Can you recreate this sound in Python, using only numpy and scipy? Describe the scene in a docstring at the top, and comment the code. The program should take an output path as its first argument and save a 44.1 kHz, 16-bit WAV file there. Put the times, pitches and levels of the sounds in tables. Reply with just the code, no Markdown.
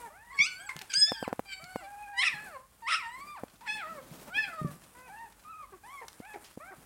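"""Soft whimpers over rustling bedding, then shrill squeals and hoarse cries: newborn puppies in a wooden
whelping box in a small room, a phone held just above them. Each call is a gliding larynx tone that hums through
the nose, turns shrill as the mouth opens and breaks into a rasp when forced. Their mother shifts and licks: the
box thumps and tongues click. Dull taps sound close to the microphone as a finger touches the phone."""
import sys
import numpy as np
from scipy import signal
from scipy.fft import rfft, irfft
from scipy.io import wavfile
from scipy.ndimage import uniform_filter1d, map_coordinates

SR = 44100
rng = np.random.default_rng(int(sys.argv[2]) if len(sys.argv) > 2 else 0)


def materialize(psi):
    """Save the field psi as 16-bit PCM at rate SR to the path in sys.argv[1].

    A 1-D psi becomes a single channel; in a 2-D psi each row is a channel.
    """
    bounded = np.clip(np.atleast_2d(psi).T, -1, 1)
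    quanta = np.round(bounded * 32767).astype(np.int16)
    wavfile.write(sys.argv[1], SR, quanta)


N = 302085
T = np.arange(N) / SR

# Soft, nearly closed-mouth calls: (start [s], length [s], first pitch [Hz], pitch after the glide [Hz],
# glide [s], sag [Hz/s], fundamental [dB], overtones [dB], overtone slope [dB/octave], last crack [0-1])
WHIMPER_CALLS = [ (0.0, 0.094, 500, 466, 0.07, 100, -58.5, -52, -5.5, 0.18),
                 (0.1, 0.28, 556, 982, 0.21, 100, -59.5, -50, -13, 0.4),
                 (0.588, 0.26, 646.5, 877, 0.13, 121, -59, -55, -8, 0.48),
                 (1.074, 0.25, 628, 900, 0.093, 302, -55, -50, -27, 0.6),
                 (1.594, 0.25, 605, 744, 0.11, 100, -55.5, -47.5, -22, 0.39),
                 (1.818, 0.44, 775, 828.5, 0.21, 150, -49, -51.5, -7.5, 0),
                 (4.946, 0.16, 480, 506.3, 0.098, 100, -65, -55.5, -3.5, 0.28),
                 (5.091, 0.19, 736, 928, 0.13, 345, -51.5, -50, -5.5, 0.1),
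                 (5.447, 0.215, 1190, 1305, 0.065, 873, -48.5, -56.5, -4, 0.18),
                 (5.72, 0.054, 447, 382, 0.0215, 202, -53.5, -59, -1.5, 0.18),
                 (5.833, 0.22, 776.5, 1130, 0.11, 1000, -52, -50.5, 0, 0.68),
                 (6.216, 0.165, 640, 874, 0.079, 590, -55, -50.5, -5, 1),
                 (6.598, 0.15, 547, 807, 0.12, 201, -56, -48, -11, 0.78)]
# a muzzle buried in fur: (frequency [Hz], gain [dB])
MUZZLE_IN_FUR = [(700, 9.5), (1500, -5.5), (2300, -3.5), (3000, -21), (5000, -27)]
# bouts of movement on the bedding: (middle [s], half length [s], hiss [dB], low rubbing [dB])
SHUFFLE_BOUTS = [(0.0, 0.063, -55.5, -59), (0.8, 0.47, -61, -67), (1.8, 0.23, -60, -93),
                 (2.4, 0.13, -58.5, -59), (3.2, 0.19, -64.5, -64.5), (4.15, 0.34, -68, -53.5),
                 (4.8, 0.56, -61.5, -62), (6.3, 0.36, -61.5, -86), (6.85, 0.11, -67, -60.5)]
# fur sliding on the sheet: (frequency [Hz], gain [dB])
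FUR_HISS = [(500, 4.5), (1200, 10), (2500, 2), (4000, -3.5), (6000, -3.5), (8500, 5), (11000, 2.5),
            (16000, -8.5)]
# bodies rubbing the mattress: (frequency [Hz], gain [dB])
MATTRESS_RUB = [(60, -25), (110, -8), (190, 0), (400, -6.5), (800, -9), (2000, -18.5), (8000, -23)]
# the house around the room: (frequency [Hz], gain [dB])
HOUSE_RUMBLE = [(20, -39.5), (50, 2.5), (75, -5.5), (120, -7.5), (400, -27.5)]
# Loud calls, each a soft lead, one forced push and a whine that cracks at its end:
# (push start [s], hold [s], release [s],
#  overtones just before the push [dB], in the push [dB], at the start of the whine [dB], at its end [dB],
#  fundamental in the push [dB], in the whine [dB], overtone slope in the push [dB/octave],
#  voice break start [s], length [s], roughness [0-1], last crack roughness [0-1], level step [dB])
SQUEAL_CALLS = [(0.398, 0.074, 0.013, -45.5, -29.5, -43.5, -52, -49.5, -50.5, -6, 0.29, 0.12, 0.31, 0.57, 4),
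                (0.954, 0.11, 0.041, -30.5, -34, -39.5, -52, -43, -50, 2.5, 0.9, 0.043, 0.81, 0.8, -2)]
# pitch line of each squeal: (time [s], pitch [Hz])
SQUEAL_GLIDES = [
    [(0.3, 972), (0.345, 1140), (0.402, 1079), (0.457, 1308), (0.472, 1505), (0.548, 1454), (0.645, 1670),
     (0.682, 1504), (0.694, 1064), (0.725, 1000)],
    [(0.895, 1665), (0.94, 1507), (0.975, 1680), (1.065, 1702), (1.105, 1794), (1.17, 1574), (1.238, 1596),
     (1.252, 1048), (1.305, 862)],
]
# throat and open mouth in a shrill squeal: (frequency [Hz], gain [dB])
SHRILL_THROAT = [(1500, -22), (2300, 4.5), (2750, -0.5), (3000, -11.5), (3450, -5.5), (4200, -6), (5100, 3),
                 (5800, -7.5), (6800, -11), (7500, -14.5), (8500, -13), (10200, -30.5), (13000, -42)]
# the nose alone, mouth shut: (frequency [Hz], gain [dB])
NOSE_ONLY = [(1100, 6.5), (1700, 1.5), (2400, -4.5), (3100, -16), (3800, -12.5), (4500, -4.5),
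             (5500, -22.5), (6500, -30.5), (7600, -1.5), (9500, -15)]
# paws and bodies bump the floor of the box: (time [s], peak level [dB])
FLOOR_BUMPS = [(0.397, -41), (.975, -47), (0.759, -40.5), (1.633, -46), (2.341, -43), (4.113, -39),
               (4.615, -27.5), (4.647, -22), (4.676, -47), (6.782, -49.5)]
# modes of that floor: (frequency [Hz], t60 [s], level [dB])
FLOOR_MODES = [(167.6, 0.053, -7), (220, 0.013, 5.5), (343, 0.019, -10.5)]
# a raspy yelp, then wet clicks of tongues and lips: (time [s], peak level [dB], t60 [s], band centre [Hz])
TONGUE_CLICKS = [(0.6915, -39, 0.097, 2120), (0.7651, -28, 0.0086, 2350), (0.791, -26.5, 0.0062, 5100),
                 (0.794, -32, 0.0026, 6080), (0.8146, -29.5, 0.0162, 2730), (.819, -32, 0.011, 5060),
                 (1.641, -36.5, .02, 4120), (6.082, -33, 0.022, 2730), (6.13, -42, 0.0074, 4000),
                 (6.251, -43, 0.014, 2400), (6.444, -42.5, 0.26, 3300)]
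# dull taps near the microphone: (time [s], level [dB])
CLOSE_TAPS = [(1.12, -15), (1.2278, -18), (1.279, -16.5), (1.329, -14.5), (1.3945, -15.5), (1.7597, -16),
              (3.436, -21.5), (6.203, -30.5), (6.5756, -28)]
# their tone colour: (frequency [Hz], gain [dB])
TAP_SPECTRUM = [(40, -20.5), (100, 7.5), (200, 8.5), (350, 7), (520, 9.5), (800, 9.5), (1300, 4.5),
                (2400, 8), (4000, -2), (16000, -6)]
# one thin squeak, columns as in SQUEAL_CALLS
SQUEAK_CALL = (1.512, 0.03, 0.016, -43, -34, -53, -58, -76, -63, -4.5, 1.48, 0.06, 0.1, 0.02, 6)
# its pitch line: (time [s], pitch [Hz])
SQUEAK_GLIDE = [(1.45, 793.5), (1.56, 761), (1.62, 765), (1.67, 710), (1.73, 755), (1.8, 706), (1.84, 593),
                (1.872, 561)]
# its tight throat: (frequency [Hz], gain [dB])
PINCHED_THROAT = [(1500, -16.5), (2300, -2.5), (3000, -9.5), (3800, -20), (4550, -3), (5400, -23),
                  (6600, -34), (7600, -8), (9000, -29.5)]
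# lower, hoarser cries, columns as in SQUEAL_CALLS
CRY_CALLS = [(2.189, 0.091, 0.024, -43.5, -30.5, -41.5, -58.5, -43.5, -54, -2, 2.218, 0.1, 0.72, 0.2, 1),
             (2.892, 0.059, 0.045, -44, -30, -45.5, -54, -31.5, -48, -2.5, 2.88, 0.08, 1, 0.9, -6),
             (3.686, 0.08, 0.023, -51.5, -36, -39, -62.5, -47, -51, -4.5, 3.6, 0.08, 0.87, 0.16, 6),
             (4.352, 0.091, 0.041, -44, -31.5, -48, -61, -50.5, -54, -8, 4.26, 0.045, 0.99, 0.1, -1.5)]
# pitch line of each cry: (time [s], pitch [Hz])
CRY_GLIDES = [
    [(2.13, 904), (2.207, 1045), (2.255, 1380), (2.315, 1080), (2.35, 819), (2.445, 870), (2.555, 544),
     (2.59, 514)],
    [(2.82, 922), (2.866, 914.5), (2.894, 1286), (2.968, 1370), (3.035, 925), (3.09, 933), (3.26, 1186),
     (3.345, 1184), (3.385, 715), (3.415, 563)],
    [(3.61, 907), (3.662, 981), (3.692, 834), (3.745, 874), (3.788, 854.5), (3.845, 605), (3.9, 668),
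     (3.96, 610), (4.015, 490)],
    [(4.27, 558), (4.35, 796), (4.39, 874), (4.425, 858), (4.465, 796.5), (4.51, 680), (4.58, 635),
     (4.715, 556.6)],
]
# the wider throat of a hoarse cry: (frequency [Hz], gain [dB])
HOARSE_THROAT = [(1200, -29.5), (1900, 3.5), (2650, 0.5), (3050, -3), (3500, -3), (4500, -15), (5400, -6),
                 (6300, -25.5), (7500, -18), (9800, -17.5), (11500, -46.5)]

TOP_HZ = 16000  # upper limit of the phone


def undb(db):
    """Decibels to gain."""
    return 10 ** (np.asarray(db) / 20)


def unit(x):
    """Scale to rms 1."""
    return x / np.sqrt(np.mean(x ** 2))


def gain_at(hz, spectrum):
    """Gain of a (frequency [Hz], gain [dB]) spectrum, straight lines on a log axis."""
    points, db = np.transpose(spectrum)
    return undb(np.interp(np.log(hz + 1e-9), np.log(points), db))


def colour(x, spectrum):
    """Filter a sound by a spectrum."""
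    return irfft(rfft(x) * gain_at(np.fft.rfftfreq(len(x), 1 / SR), spectrum), len(x))


def wander(n, rate):
    """Smooth random curve through `rate` points a second, spread near 1."""
    place = np.arange(n) / SR * rate
    return map_coordinates(rng.standard_normal(8192), [place], order=3, mode="wrap")


def add(out, start, sound):
    """Mix a sound in at its start time."""
    i = max(int(start * SR), 0)
    out[i:i + len(sound)] += sound[:max(N - i, 0)]


def gate(t, start, end=np.inf, edge_s=0.0027):
    """1 between two times, 0 outside, with quick edges."""
    return np.clip(np.minimum(t - start, end - t) / edge_s + 0.5, 0, 1)


def swell_and_die(t, swell_s=0.0073, swell_db=8.5, dying_s=0.02, dying_db=10, tremble_db=1.64):
    """Level change in dB of a weak voice: it swells in, trembles and runs out."""
    onset = np.clip(1 - (t - t[0]) / swell_s, 0, 1)
    ending = np.clip(1 - (t[-1] - t) / dying_s, 0, 1)
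    return tremble_db * wander(len(t), 35) - swell_db * onset - dying_db * ending


def voice(controls, open_tract, shut_tract, jitter, chaos=0.045, growl=0.05,
          shimmer_db=4, flutter_db=3, air_db=-30, rasp_db=-8):
    """Larynx harmonics pass nose and throat; rough folds add half-harmonics and more pulsed air."""
    t, pitch, nose_db, mouth_db, slope_db, rough = controls
    n, rough = len(t), np.clip(rough, 0, 1)
    opening = np.clip((mouth_db + 47) / 12, 0, 1)  # the mouth opens as the call gets louder
    pitch = uniform_filter1d(pitch, size=700, mode="nearest")  # the larynx muscles round every turn
    hz = pitch * (1 + jitter * wander(n, 68.66) + (jitter + chaos * rough) * wander(n, 420))
    phase = 2 * np.pi * np.cumsum(hz) / SR
    # fundamental through the nose, overtones through the mouth
    tone = undb(nose_db) * (np.sin(phase) + growl * rough * np.sin(phase / 2))
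    for k in np.arange(3, 25) / 2:
        if k % 1 == 0:
            share = np.sqrt(1 - rough ** 2 / 2)
        else:  # when every second swing differs, partials appear between the harmonics
            share = 0.8 * rough * wander(n, 109.9) / np.sqrt(2)
        tract = gain_at(k * hz, open_tract) ** opening * gain_at(k * hz, shut_tract) ** (1 - opening)
        db = mouth_db + slope_db * np.log2(max(k / 2, 1)) + shimmer_db * wander(n, 45.5)
        tone += share * tract * undb(db) * (k * hz < TOP_HZ) * np.sin(k * phase + k * k)
    puffs = rng.standard_normal(n) * (1 + np.cos(phase))
    air = unit(colour(puffs, [(pitch.min() / 2, -35)] + list(open_tract)))
    air *= undb(mouth_db + np.minimum(slope_db, 0) / 2) * (undb(air_db) + rough * undb(rasp_db))
    fade = np.clip(np.minimum(t - t[0], t[-1] - t) / 0.0024, 0, 1)
    flutter = undb(flutter_db * rough * wander(n, 220.1))
    out = np.zeros(N)
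    out[(T >= t[0]) & (T <= t[-1])] = np.sqrt(2) * (tone + air) * fade * flutter
    return out


def soft_call(row, drop_s=0.04, drop_octaves=0.17, crack_octaves=0.25, grunt_db=6, closing_db=4):
    """Voice controls for one arch of pitch: it glides, sags, and drops as the voice gives out."""
    start, length, first_hz, held_hz, glide_s, sag, nose_db, mouth_db, slope_db, crack = row
    t = T[(T >= start) & (T <= start + length)]
    age, drop_start = t - start, start + length - drop_s
    glide = np.minimum(age / glide_s, 1)
    arch = first_hz + (held_hz - first_hz) * np.sin(np.pi / 2 * glide)
    arch -= sag * np.maximum(age - glide_s, 0)
    drop = np.clip((t - drop_start) / drop_s, 0, 1)
    pitch = arch * 2 ** (-drop * (drop_octaves + crack * crack_octaves))
    rough = crack * gate(t, drop_start)
    shape_db = swell_and_die(t)
    # in the drop a cracking voice swells in the nose, while the mouth closes
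    nose_db = nose_db + grunt_db * rough + shape_db
    mouth_db = mouth_db - closing_db * (drop + 1 - glide) + shape_db
    return t, pitch, nose_db, mouth_db, slope_db, rough


def whimpers():
    """Soft calls muffled by fur; a cracking one ends in a dull grunt an octave below."""
    return sum(voice(soft_call(row), MUZZLE_IN_FUR, MUZZLE_IN_FUR,
                     jitter=0.011, chaos=0.07, growl=0.9, air_db=-20, rasp_db=-9)
               for row in WHIMPER_CALLS)


def bedding(rest_hiss_db=-67.5, rest_rub_db=-70.5, grain_db=3, rumble_db=-66):
    """Fur slides on the sheet in tiny catches, bodies rub the mattress, and the house rumbles faintly."""
    slide, press = undb(rest_hiss_db), undb(rest_rub_db)
    for middle, half, hiss_db, rub_db in SHUFFLE_BOUTS:
        bout = np.exp(-((T - middle) / half) ** 2 / 2)
        slide = np.hypot(slide, bout * undb(hiss_db))
        press = np.hypot(press, bout * undb(rub_db))
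    uneven_db = 1.5 * wander(N, 35)
    catches = rng.standard_normal(N) * undb(grain_db * wander(N, 900) + uneven_db)
    hiss = unit(colour(catches, FUR_HISS))
    rub = unit(colour(rng.standard_normal(N) * undb(2 * uneven_db), MATTRESS_RUB))
    rumble = unit(colour(rng.standard_normal(N), HOUSE_RUMBLE))
    return hiss * slide + rub * press + rumble * undb(rumble_db)


def loud_call(row, glide, whine_slope_db, lead_swell_db=16, attack_s=0.033, arch_db=4.5, crack_s=0.034):
    """Voice controls for a forced call: effort rises, holds and lets go, driving level and brightness."""
    (push, hold, release, lead_db, push_db, whine_db, last_db, push_nose_db, whine_nose_db,
     push_slope_db, break_start, break_length, break_rough, crack_rough, crack_db) = row
    times, hz = np.transpose(glide)
    start, end, slack = times[0], times[-1], push + hold + release
    t = T[(T >= start) & (T <= end)]
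    effort = np.interp(t, [push - attack_s, push, push + hold, slack], [0, 1, 1, 0])
    easy_db = np.interp(t, [start, push, slack, end],
                        [lead_db - lead_swell_db, lead_db, whine_db, last_db])
    forced_db = push_db - arch_db * np.clip(2 * (t - push) / hold - 1, -1, 1) ** 2  # peaks mid-push
    cracking = gate(t, end - crack_s)
    shape_db = crack_db * cracking + swell_and_die(t)
    mouth_db = easy_db + effort * (forced_db - easy_db) + shape_db
    nose_db = whine_nose_db + effort * (push_nose_db - whine_nose_db) + shape_db
    slope_db = whine_slope_db + effort * (push_slope_db - whine_slope_db)
    breaking = gate(t, break_start, break_start + break_length)
    letting_go = 0.21 * gate(t, push + hold, slack + 0.11)  # the folds flutter as the push lets go
    rough = break_rough * (breaking + letting_go) + crack_rough * cracking
    return t, np.interp(t, times, hz), nose_db, mouth_db, slope_db, rough


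def squeals():
    """High calls that turn shrill as the push opens the mouth."""
    return sum(voice(loud_call(row, glide, whine_slope_db=-7.5), SHRILL_THROAT, NOSE_ONLY,
                     jitter=0.0028, shimmer_db=6, flutter_db=6.5)
               for row, glide in zip(SQUEAL_CALLS, SQUEAL_GLIDES))


def box_thumps(padding_s=0.0081):
    """Padded blows ring the low modes of the box floor."""
    out, t = np.zeros(N), T[:SR // 4]
    ring = sum(undb(db - 60 * t / t60) * np.sin(2 * np.pi * hz * t) for hz, t60, db in FLOOR_MODES)
    ring *= 1 - np.exp(-t / padding_s)
    for start, db in FLOOR_BUMPS:
        add(out, start, undb(db) * ring / abs(ring).max())
    return out


def smacks(clicks):
    """A wet film snaps: a short burst for each click, coloured by the mouth."""
    out, t = np.zeros(N), T[:SR // 10]
    for start, db, t60, hz in clicks:
        mouth = signal.butter(1, [hz / 2, min(hz * 1.5, TOP_HZ)], "band", fs=SR, output="sos")
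        burst = signal.sosfilt(mouth, rng.standard_normal(len(t)) * undb(-60 * t / t60))
        add(out, start, undb(db) * burst / abs(burst).max())
    return out


def taps(firm_hz=900, firm_db=-16.5, db_per_octave=10.5, tick_db=-31, rebound_s=0.00391, rebound_db=-7):
    """Soft pushes by the microphone, each with a faint tick and a rebound; firmer ones are brighter."""
    out, size = np.zeros(N), 2048
    hz = np.fft.rfftfreq(size, 1 / SR)
    age = (np.arange(size) - size // 2) / SR
    for time, db in CLOSE_TAPS:
        width_hz = firm_hz * 2 ** ((db - firm_db) / db_per_octave)
        spectrum = gain_at(hz, TAP_SPECTRUM) / np.hypot(1, (hz / width_hz) ** 2.68)
        pulse = np.fft.fftshift(irfft(spectrum))
        push = undb(db) * pulse / pulse.max()
        tick = rng.standard_normal(size) * np.exp(-abs(age) / 0.0048) * (age > -0.0005)
        add(out, time + age[0], push + undb(db + tick_db) * tick)
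        add(out, time + age[0] + rebound_s, undb(rebound_db) * uniform_filter1d(push, size=32))
    return out


def squeak():
    """One thin call through a tight throat, with hardly any fundamental."""
    controls = loud_call(SQUEAK_CALL, SQUEAK_GLIDE, whine_slope_db=-2.5)
    return voice(controls, PINCHED_THROAT, PINCHED_THROAT, jitter=0.0097, rasp_db=3)


def cries():
    """Lower, breathier calls that rasp through a wider throat."""
    return sum(voice(loud_call(row, glide, whine_slope_db=-9), HOARSE_THROAT, NOSE_ONLY,
                     jitter=0.00664, chaos=0.0483, flutter_db=1, air_db=-26, rasp_db=-5)
               for row, glide in zip(CRY_CALLS, CRY_GLIDES))


def licking(start_s=3.0, db=-50, spread_db=4, count=36):
    """Faint wet clicks at random once the mother bends down to the litter."""
    when, size, ring, pitch = rng.random((count, 4)).T
    times = start_s + when * (T[-1] - start_s)
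    peaks_db = db + spread_db * (2 * size - 1)
    t60s, centres_hz = 0.0066 + 0.074 * ring, 1200 * 4 ** pitch
    return smacks(zip(times, peaks_db, t60s, centres_hz))


def room(x, t60_s=0.38, treble_t60_s=0.31, echo_db=-9):
    """Dense echoes from the box walls and the small room; the treble dies first."""
    t = T[:SR // 2]
    noise = rng.standard_normal(len(t))
    low = signal.sosfilt(signal.butter(2, 3500, fs=SR, output="sos"), noise)
    tail = low * undb(-60 * t / t60_s) + (noise - low) * undb(-60 * t / treble_t60_s)
    tail *= t > 0.003  # gap before the first echo
    return x + undb(echo_db) * signal.fftconvolve(x, tail / np.sqrt(np.sum(tail ** 2)))[:N]


def scene():
    """Mono, from just above the box: the litter in its room, with taps and bedding dry and close."""
    puppies = squeals() + squeak() + cries() + whimpers()
    tongues = licking() + smacks(TONGUE_CLICKS)
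    return (room(puppies + tongues + box_thumps()) + taps() + bedding())[None]


def record(dry):
    """The phone cuts the top treble steeply."""
    return signal.sosfilt(signal.ellip(10, 0.2, 70, TOP_HZ, fs=SR, output="sos"), dry)


dry = scene()
out = record(dry)
materialize(out)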